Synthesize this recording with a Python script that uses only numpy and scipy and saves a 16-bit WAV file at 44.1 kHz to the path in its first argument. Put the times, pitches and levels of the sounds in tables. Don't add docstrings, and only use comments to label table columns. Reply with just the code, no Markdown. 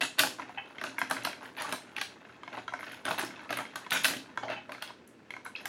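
import sys
import numpy as np
from scipy import signal
from scipy.fft import rfft, irfft
from scipy.io import wavfile

SR = 44100
rng = np.random.default_rng(int(sys.argv[2]) if len(sys.argv) > 2 else 0)


def store_wav(level_fs):
    pcm = np.round(np.clip(np.atleast_2d(level_fs), -1, 1) * 32767)
    wavfile.write(sys.argv[1], SR, pcm.T.astype(np.int16))


N = 250488

# f/Hz, level/dB, T60/s
PART_MODES = [(652, -4.5, 0.092), (839.5, -0.5, 0.054), (1042, -5.5, 0.057), (1187.6, -9.5, 0.11),
              (1392, -13, 0.064), (1556.5, 0, 0.039), (1845, -2.5, 0.028), (2160, -6, 0.028),
              (2672, 0.5, 0.029), (3310, 1, 0.02), (3710, 4.5, 0.0097), (4333, 4.5, 0.015),
              (5100, -1, 0.019), (6334, 0.5, 0.01)]
EDGE_MODES = [(5910, 0.5, 0.011), (7160, -4, 0.035), (9500, -4, 0.018), (9960, 2.5, 0.045),
              (10790, 6.5, 0.015), (11760, -2, 0.028), (13700, -10, .015), (15100, -15, 0.027)]
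BOARD_MODES = [(119.8, -11.5, 0.23), (183.8, -5, 0.1), (224.4, -4, 0.051), (266.6, -5, 0.27),
               (298.3, -2, 0.14), (381.2, -7.5, 0.21), (495.5, -4.5, 0.13), (635.2, 9, 0.059)]


def clacks(graze_lead_s=0.0047, graze_db=-11.5, soft_octaves=0.42, hard_octaves=0.84):
    # t/s, ring level/dB, ring centre f/Hz, contact snap level/dB, board thud level/dB
    blows = [(0.0123, -27.5, 2260, -42.5, -43), (0.1848, -31, 2000, -45, -54),
             (0.192, -19.5, 2400, -27, -39), (0.1995, -26.5, 1980, -45, -33),
             (0.234, -26, 1120, -41, -32.5), (0.813, -35.5, 1630, -58, -43.5),
             (0.838, -33.5, 1560, -51, -40.5), (1.11, -26.5, 1170, -38.5, -34.5),
             (1.2488, -31.5, 2400, -38.5, -39.5), (1.6198, -37.5, 1620, -42.5, -50),
             (1.724, -32, 1700, -39, -38.5), (1.964, -34.5, 2160, -54, -62), (1.982, -35, 1910, -56, -54),
             (2.0126, -30, 2100, -44, -69), (2.5763, -37.5, 950, -79, -45), (3.052, -34, 1750, -43, -42),
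             (3.1081, -27.5, 1050, -50.5, -36), (3.192, -31.5, 1350, -42.5, -42.5),
             (3.505, -33, 1470, -50, -38), (3.526, -32.5, 1640, -48.5, -40),
             (3.7565, -34.5, 1480, -45.5, -50), (3.9058, -36, 2730, -40, -57),
             (4.044, -22.5, 2600, -33, -41), (4.0516, -23.5, 1840, -32.5, -44),
             (4.0814, -39, 1860, -38.5, -44.5), (4.167, -41, 2840, -53, -52.5),
             (4.4329, -34.5, 730, -71, -41), (4.4987, -42, 880, -63, -39.5),
             (4.719, -39.5, 1570, -56.5, -49.5), (4.8227, -35.5, 1760, -46.5, -70),
             (5.655, -34, 1620, -42, -51)]
    out = np.zeros(N)
    for s, ring_db, hz, snap_db, thud_db in blows:
        hardness = np.clip(1 + (snap_db - ring_db) / 33, 0, 1)
        octaves = soft_octaves + (hard_octaves - soft_octaves) * hardness
        graze = ring(PART_MODES, spread=0.073, rise_s=0.0011, grit_db=-14.5, centre_hz=hz, size=1500)
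        body = ring(PART_MODES, spread=0.056, rise_s=0.001, grit_db=-2.5, centre_hz=hz, octaves=octaves)
        snap = ring(EDGE_MODES, spread=0.1, rise_s=0.00081, grit_db=1, size=1200, count=5)
        thud = ring(BOARD_MODES, spread=0.026, rise_s=0.0025, grit_db=-14, size=5000, count=2)
        add(out, s - graze_lead_s, gain_of(ring_db + graze_db) * hardness * graze)
        add(out, s, gain_of(ring_db + 1) * body)
        add(out, s, gain_of(snap_db + 0.5) * snap)
        add(out, s, gain_of(thud_db + 1) * thud)
    return out


def cam(snap_db=-25, thud_db=-14.5):
    # t/s, level/dB, ring centre f/Hz
    drops = [(0.396, -34, 1020), (0.4935, -42.5, 800), (0.783, -39.5, 2220), (0.9827, -29, 1560),
             (1.0152, -24.5, 1520), (1.1662, -34, 1750), (1.2515, -30.5, 1480), (1.2704, -30.5, 1250),
             (1.33, -41, 1930), (1.5733, -51, 2410), (1.7335, -34.5, 1120), (2.4328, -41.5, 1540),
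             (2.4773, -39, 1270), (2.532, -43.5, 1700), (2.6787, -33.5, 1560), (2.7226, -41, 990),
             (2.7368, -30.5, 1140), (2.7903, -42.5, 1420), (2.8072, -43, 1680), (2.8293, -39, 1490),
             (3.305, -42.5, 1740), (3.393, -44, 1360), (3.571, -36.5, 2030), (3.587, -32.5, 1100),
             (3.617, -40.5, 1390), (3.6522, -41.5, 2130), (3.8638, -39.5, 1420), (4.374, -29, 1410),
             (4.4817, -40.5, 1820), (4.6933, -41.5, 1310), (4.748, -43, 1530), (4.781, -47, 1700),
             (4.875, -46.5, 4040), (4.9039, -43.5, 1090), (5.3051, -37.5, 2350), (5.338, -40, 1600),
             (5.3651, -40.5, 1220), (5.462, -39, 1200), (5.56, -43, 4220)]
    # f/Hz, level/dB, T60/s
    cam_modes = [(716, -5.5, 0.071), (996, 3.5, 0.031), (1340, -6.5, 0.053), (1591, -1.5, 0.033),
                 (2172, 3, 0.026), (2730, -8.5, 0.027), (3260, -1, 0.027), (4106, -4, 0.033),
                 (5200, -3.5, 0.014)]
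    out = np.zeros(N)
    for s, db, hz in drops:
        tock = ring(cam_modes, spread=0.025, rise_s=0.0009, grit_db=-6,
                    centre_hz=hz, octaves=0.62, count=1)
        snap = ring(EDGE_MODES, spread=0.078, rise_s=0.00021, grit_db=-12.5,
                    centre_hz=5360, octaves=0.22, size=1200)
        thud = ring(BOARD_MODES, spread=0.039, rise_s=0.0016, grit_db=-13, size=4000, count=1)
        add(out, s, gain_of(db) * tock)
        add(out, s, gain_of(db + snap_db) * snap)
        add(out, s, gain_of(db + thud_db) * thud)
    return out


def sliding(slips_per_s=200, catches_per_s=200, dull_hz=2438, rasp_db=8, gear_fizz_db=-25, count=18):
    # t/s, level/dB
    gears = [(0, -59.5), (1.201, -50.5), (2.4, -58.5), (3.4, -49.5), (4.751, -60.5), (5.149, -66.5),
             (5.68, -62)]
    # start t/s, length t/s, part chatter level/dB, edge fizz level/dB
    strokes = [(0, 0.038, -33.5, -45), (0.18, 0.093, -41.5, -49), (0.383, 0.045, -44.5, -72),
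               (0.835, 0.058, -46, -58), (1.124, 0.2, -46, -69), (1.414, 0.047, -46, -65.5),
               (1.566, 0.15, -40.5, -58), (1.974, 0.039, -41.5, -77), (2.211, 0.093, -52.5, -80.5),
               (2.519, 0.06, -41, -69.5), (2.795, 0.15, -46.5, -65), (3.062, 0.074, -36.5, -55),
               (3.178, 0.068, -37.5, -49), (3.481, 0.13, -41, -68), (3.912, 0.057, -33, -42),
               (3.986, 0.056, -46.5, -55), (4.046, 0.096, -38.5, -65), (4.482, 0.046, -38.5, -71),
               (4.682, 0.23, -52.5, -79), (5.552, 0.078, -52.5, -68)]
    body_level = gain_of(np.interp(np.arange(N) / SR, *np.transpose(gears)))
    fizz_level = gain_of(gear_fizz_db) * body_level
    for start, length, body_db, fizz_db in strokes:
        stroke = travel(start, length)
        body_level = np.maximum(body_level, gain_of(body_db) * stroke)
        fizz_level = np.maximum(fizz_level, gain_of(fizz_db) * stroke)
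    body, fizz = np.zeros(N), np.zeros(N)
    for scale in 2 ** (0.73 * np.linspace(-1, 1, count)):
        slips = patter(slips_per_s / count, uneven_db=2.5)
        catches = patter(catches_per_s / count, uneven_db=3.5)
        part = ring(PART_MODES, spread=0.0812, rise_s=0.0006, grit_db=-3.5,
                    centre_hz=1550 / scale, octaves=0.45)
        board = ring(BOARD_MODES, spread=0.059, rise_s=0.0032, grit_db=-14, size=6000)
        edge = ring(EDGE_MODES, spread=0.065, rise_s=0.00013, grit_db=-5,
                    centre_hz=8200 / scale, octaves=0.17, size=1200)
        body += excite(slips, part) + gain_of(-8.5) * excite(slips, board)
        fizz += excite(catches, edge)
    body = unit_rms(body)
    dull = signal.sosfiltfilt(signal.butter(4, dull_hz, fs=SR, output="sos"), body)
    rasp_level = gain_of(rasp_db) * np.sqrt(body_level * fizz_level)
    return body_level * dull + rasp_level * (body - dull) + fizz_level * unit_rms(fizz)


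def shiver(touches_per_s=5000, rise_s=0.0024, t60_s=0.23):
    # t/s, level/dB
    crashes = [(0.189, -29.5), (4.046, -32.5)]
    # f/Hz, spectral level/dB
    spectrum = [(1500, -11.5), (3200, -3.5), (6000, -4), (8500, -4), (12000, 3.5), (15500, -13.5)]
    touches = patter(touches_per_s) * rng.standard_normal(N)
    level = np.zeros(N)
    for s, db in crashes:
        t = np.maximum(np.arange(N) / SR - s, 0)
        level += gain_of(db) * np.minimum(t / rise_s, 1) * decay(t, t60_s)
    return level * coloured(touches, spectrum)


def bumps(hand_t60_s=0.28, size=6000):
    # t/s, level before damping/dB
    rocks = [(3.232, -34.5), (4.104, -34.5), (4.137, -52), (4.163, -35.5)]
    out = np.zeros(N)
    damping = decay(np.arange(size) / SR, hand_t60_s)
    for s, db in rocks:
        bump = ring(BOARD_MODES, spread=0.027, rise_s=0.0016, grit_db=-28,
                    centre_hz=303, octaves=0.28, size=size)
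        add(out, s, gain_of(db) * bump * damping)
    return out


def rubbing(slips_per_s=900):
    # start t/s, length t/s, level/dB
    rubs = [(3.921, 0.0471, -32), (3.975, 0.01, -45)]
    # f/Hz, level/dB, T60/s
    joint_modes = [(1496, -2.5, 0.05), (2510, -8, 0.021), (3610, -6.5, 0.017)]
    slips = patter(slips_per_s, uneven_db=-1)
    joint = ring(joint_modes, spread=0.018, rise_s=0.00061, grit_db=-8)
    level = sum(gain_of(db) * travel(start, length) for start, length, db in rubs)
    return level * unit_rms(excite(slips, joint))


def scraping(slips_per_s=1100):
    # start t/s, length t/s, level/dB, centre f/Hz
    scrapes = [(1.096, 0.012, -35, 1460), (1.579, 0.03, -41, 2100), (1.63, 0.024, -40, 1230),
               (3.067, 0.023, -38, 724), (4.427, 0.0081, -39.5, 1500), (4.438, 0.069, -44, 630),
               (4.505, 0.031, -41, 1690), (4.69, 0.018, -47.5, 645), (5.452, 0.014, -43.5, 1490)]
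    out = np.zeros(N)
    for start, length, db, hz in scrapes:
        part = ring(PART_MODES, spread=0.071, rise_s=0.00035, grit_db=-3, centre_hz=hz, octaves=0.32)
        out += gain_of(db) * travel(start, length) * unit_rms(excite(patter(slips_per_s), part))
    return out


def lever(slips_per_s=700, ping_s=5.5517, ping_db=-35.5):
    # start t/s, length t/s (negative: already fading), level/dB
    judders = [(0.574, 0.01, -35), (4.518, -0.0038, -31.5), (4.561, 0.03, -47)]
    # f/Hz, level/dB, T60/s
    lever_modes = [(834, 0, 0.055), (1670, 0, 0.04), (1880, -0.5, 0.029), (2607, 1.5, 0.017),
                   (3060, 3, 0.015)]
    slips = patter(slips_per_s)
    response = ring(lever_modes, spread=0.038, rise_s=0.0011, grit_db=-3, size=4000)
    level = sum(gain_of(db) * travel(start, length) for start, length, db in judders)
    out = level * unit_rms(excite(slips, response))
    ping = ring(lever_modes, spread=0.014, rise_s=0.0012, grit_db=-10,
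                centre_hz=2560, octaves=0.1, size=3000)
    add(out, ping_s, gain_of(ping_db) * ping)
    return out


def ticks():
    # t/s, level/dB
    catches = [(0.99, -42.5), (1.099, -43.5), (1.235, -50), (2.9194, -54.5), (3.5716, -41), (4.036, -38.5),
               (5.075, -59), (5.306, -60.5), (5.449, -49.5)]
    out = np.zeros(N)
    for s, db in catches:
        tick = ring(EDGE_MODES, spread=0.07, rise_s=0.00015, grit_db=3,
                    centre_hz=10100, octaves=1, size=1200)
        add(out, s, gain_of(db) * tick)
    return out


def room_tail(gap_s=0.0081, build_s=0.00052, size=32000, spacing=10):
    # f/Hz, T60/s
    room_t60 = [(150, 1), (400, 0.43), (1000, 0.23), (2800, 0.31), (7000, 0.33), (15000, 0.18)]
    # f/Hz, level/dB
    tail_levels = [(100, -6.5), (300, -3), (1000, -10.5), (2500, -5.5), (5000, 0), (8000, 2), (12000, -8),
                   (16000, 1)]
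    taps = np.zeros(size)
    slots = np.arange(0, size - spacing, spacing)
    taps[slots + rng.integers(0, spacing, len(slots))] = rng.choice([-1., 1.], len(slots))
    hz, t, bands = signal.stft(taps, SR, nperseg=256)
    fade = decay(t, value_at(room_t60, hz)[:, None])
    fade /= np.sqrt(np.mean(fade ** 2, axis=1, keepdims=True))
    bands *= fade * gain_of(value_at(tail_levels, hz))[:, None]
    tail = signal.istft(bands, SR, nperseg=256)[1][:size] / np.sqrt(len(slots))
    onset = 1 - np.exp(-np.arange(size) / SR / build_s)
    return np.r_[np.zeros(int(gap_s * SR)), tail * onset]


def room(x, count=3, step_s=0.1):
    turn = np.arange(N) / SR / step_s
    shares = [np.sqrt(np.clip(1 - abs((turn - k) % count - 1), 0, 1)) for k in range(count)]
    return sum(excite(x * share, room_tail()) for share in shares)


def background(air_db=-58):
    # f/Hz, relative spectral level/dB
    air_spectrum = [(25, -66.5), (53, -57), (70, -12), (138, -14), (189, -7.5), (245, -1.5), (273, -4),
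                    (345, -5), (486, -7.5), (780, -18.5), (2170, -21.5), (8080, -39.5), (10800, -54.5),
                    (16000, -50)]
    # f/Hz, rms level/dB
    hum_lines = [(85, -79), (120, -74)]
    t = np.arange(N) / SR
    air = coloured(rng.standard_normal(N), air_spectrum)
    hum = sum(gain_of(db) * np.sqrt(2) * np.sin(2 * np.pi * (hz * t + rng.random()))
              for hz, db in hum_lines)
    return gain_of(air_db) * air + hum


def ring(modes, spread, rise_s, grit_db, centre_hz=None, octaves=0.89, size=2200, count=3):
    hz, db, t60 = np.repeat(np.array(modes, float), count, axis=0).T
    t = np.arange(size) / SR
    hz = hz * np.exp(spread * rng.standard_normal(len(hz)))
    weight = gain_of(db) * rng.uniform(0.17, 1, len(hz))
    if centre_hz is not None:
        weight = weight / (1 + (np.log2(hz / centre_hz) / octaves) ** 2)
    phase = 2 * np.pi * (hz[:, None] * t + rng.random((len(hz), 1)))
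    tone = weight @ (decay(t, t60[:, None]) * np.sin(phase))
    bins, rank = np.fft.rfftfreq(size, 1 / SR), np.argsort(hz)
    colour = np.interp(bins, hz[rank], weight[rank], left=0, right=0)
    grit = irfft(rfft(rng.standard_normal(size)) * colour, size) * decay(t, np.median(t60))
    onset = 1 - np.exp(-(t / rise_s) ** 2)
    blow = (unit_rms(tone) + gain_of(grit_db) * unit_rms(grit)) * onset
    return blow * np.sqrt(0.008 * SR / np.sum(blow ** 2))


def travel(start, length, rise_s=0.0024, fade_s=0.014):
    t = np.arange(N) / SR - start
    return np.clip(t / rise_s, 0, 1) * np.exp(-np.clip((t - length) / fade_s, 0, 20))


def patter(per_s, uneven_db=0):
    return (rng.random(N) < per_s / SR) * gain_of(uneven_db * np.minimum(rng.exponential(1, N), 3))


def excite(drive, response):
    return signal.oaconvolve(drive, response)[:N]


def coloured(x, spectrum):
    gain = gain_of(value_at(spectrum, np.fft.rfftfreq(N, 1 / SR)))
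    return unit_rms(irfft(rfft(x) * gain, N))


def decay(t, t60):
    return np.exp(-np.log(1000) * t / t60)


def gain_of(db):
    return 10 ** (np.asarray(db) / 20)


def unit_rms(x):
    return x / np.sqrt(np.mean(x ** 2) + 1e-20)


def value_at(points, hz):
    f, value = np.transpose(points)
    return np.interp(np.log(hz + 1), np.log(f + 1), value)


def add(mix, s, sound):
    part = mix[max(round(s * SR), 0):][:len(sound)]
    part += sound[:len(part)]


def scene(count=3, cam_room_db=-0.5):
    friction = sliding() + rubbing() + scraping() + lever() + shiver()
    sides = [(clacks() + ticks() + bumps() + friction, cam()) for _ in range(count)]
    direct = sum(sides[0])
    echo = sum(room(machine + gain_of(cam_room_db) * tocks) for machine, tocks in sides)
    return (direct + echo / np.sqrt(count) + background())[None]


def record(dry, low_hz=72, high_hz=16200):
    thin = signal.sosfilt(signal.butter(3, low_hz, "highpass", fs=SR, output="sos"), dry)
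    lowpass = signal.firwin(255, high_hz, window=("kaiser", 9), fs=SR)
    return signal.oaconvolve(thin, lowpass[None], "same")


dry = scene()
out = record(dry)
store_wav(out)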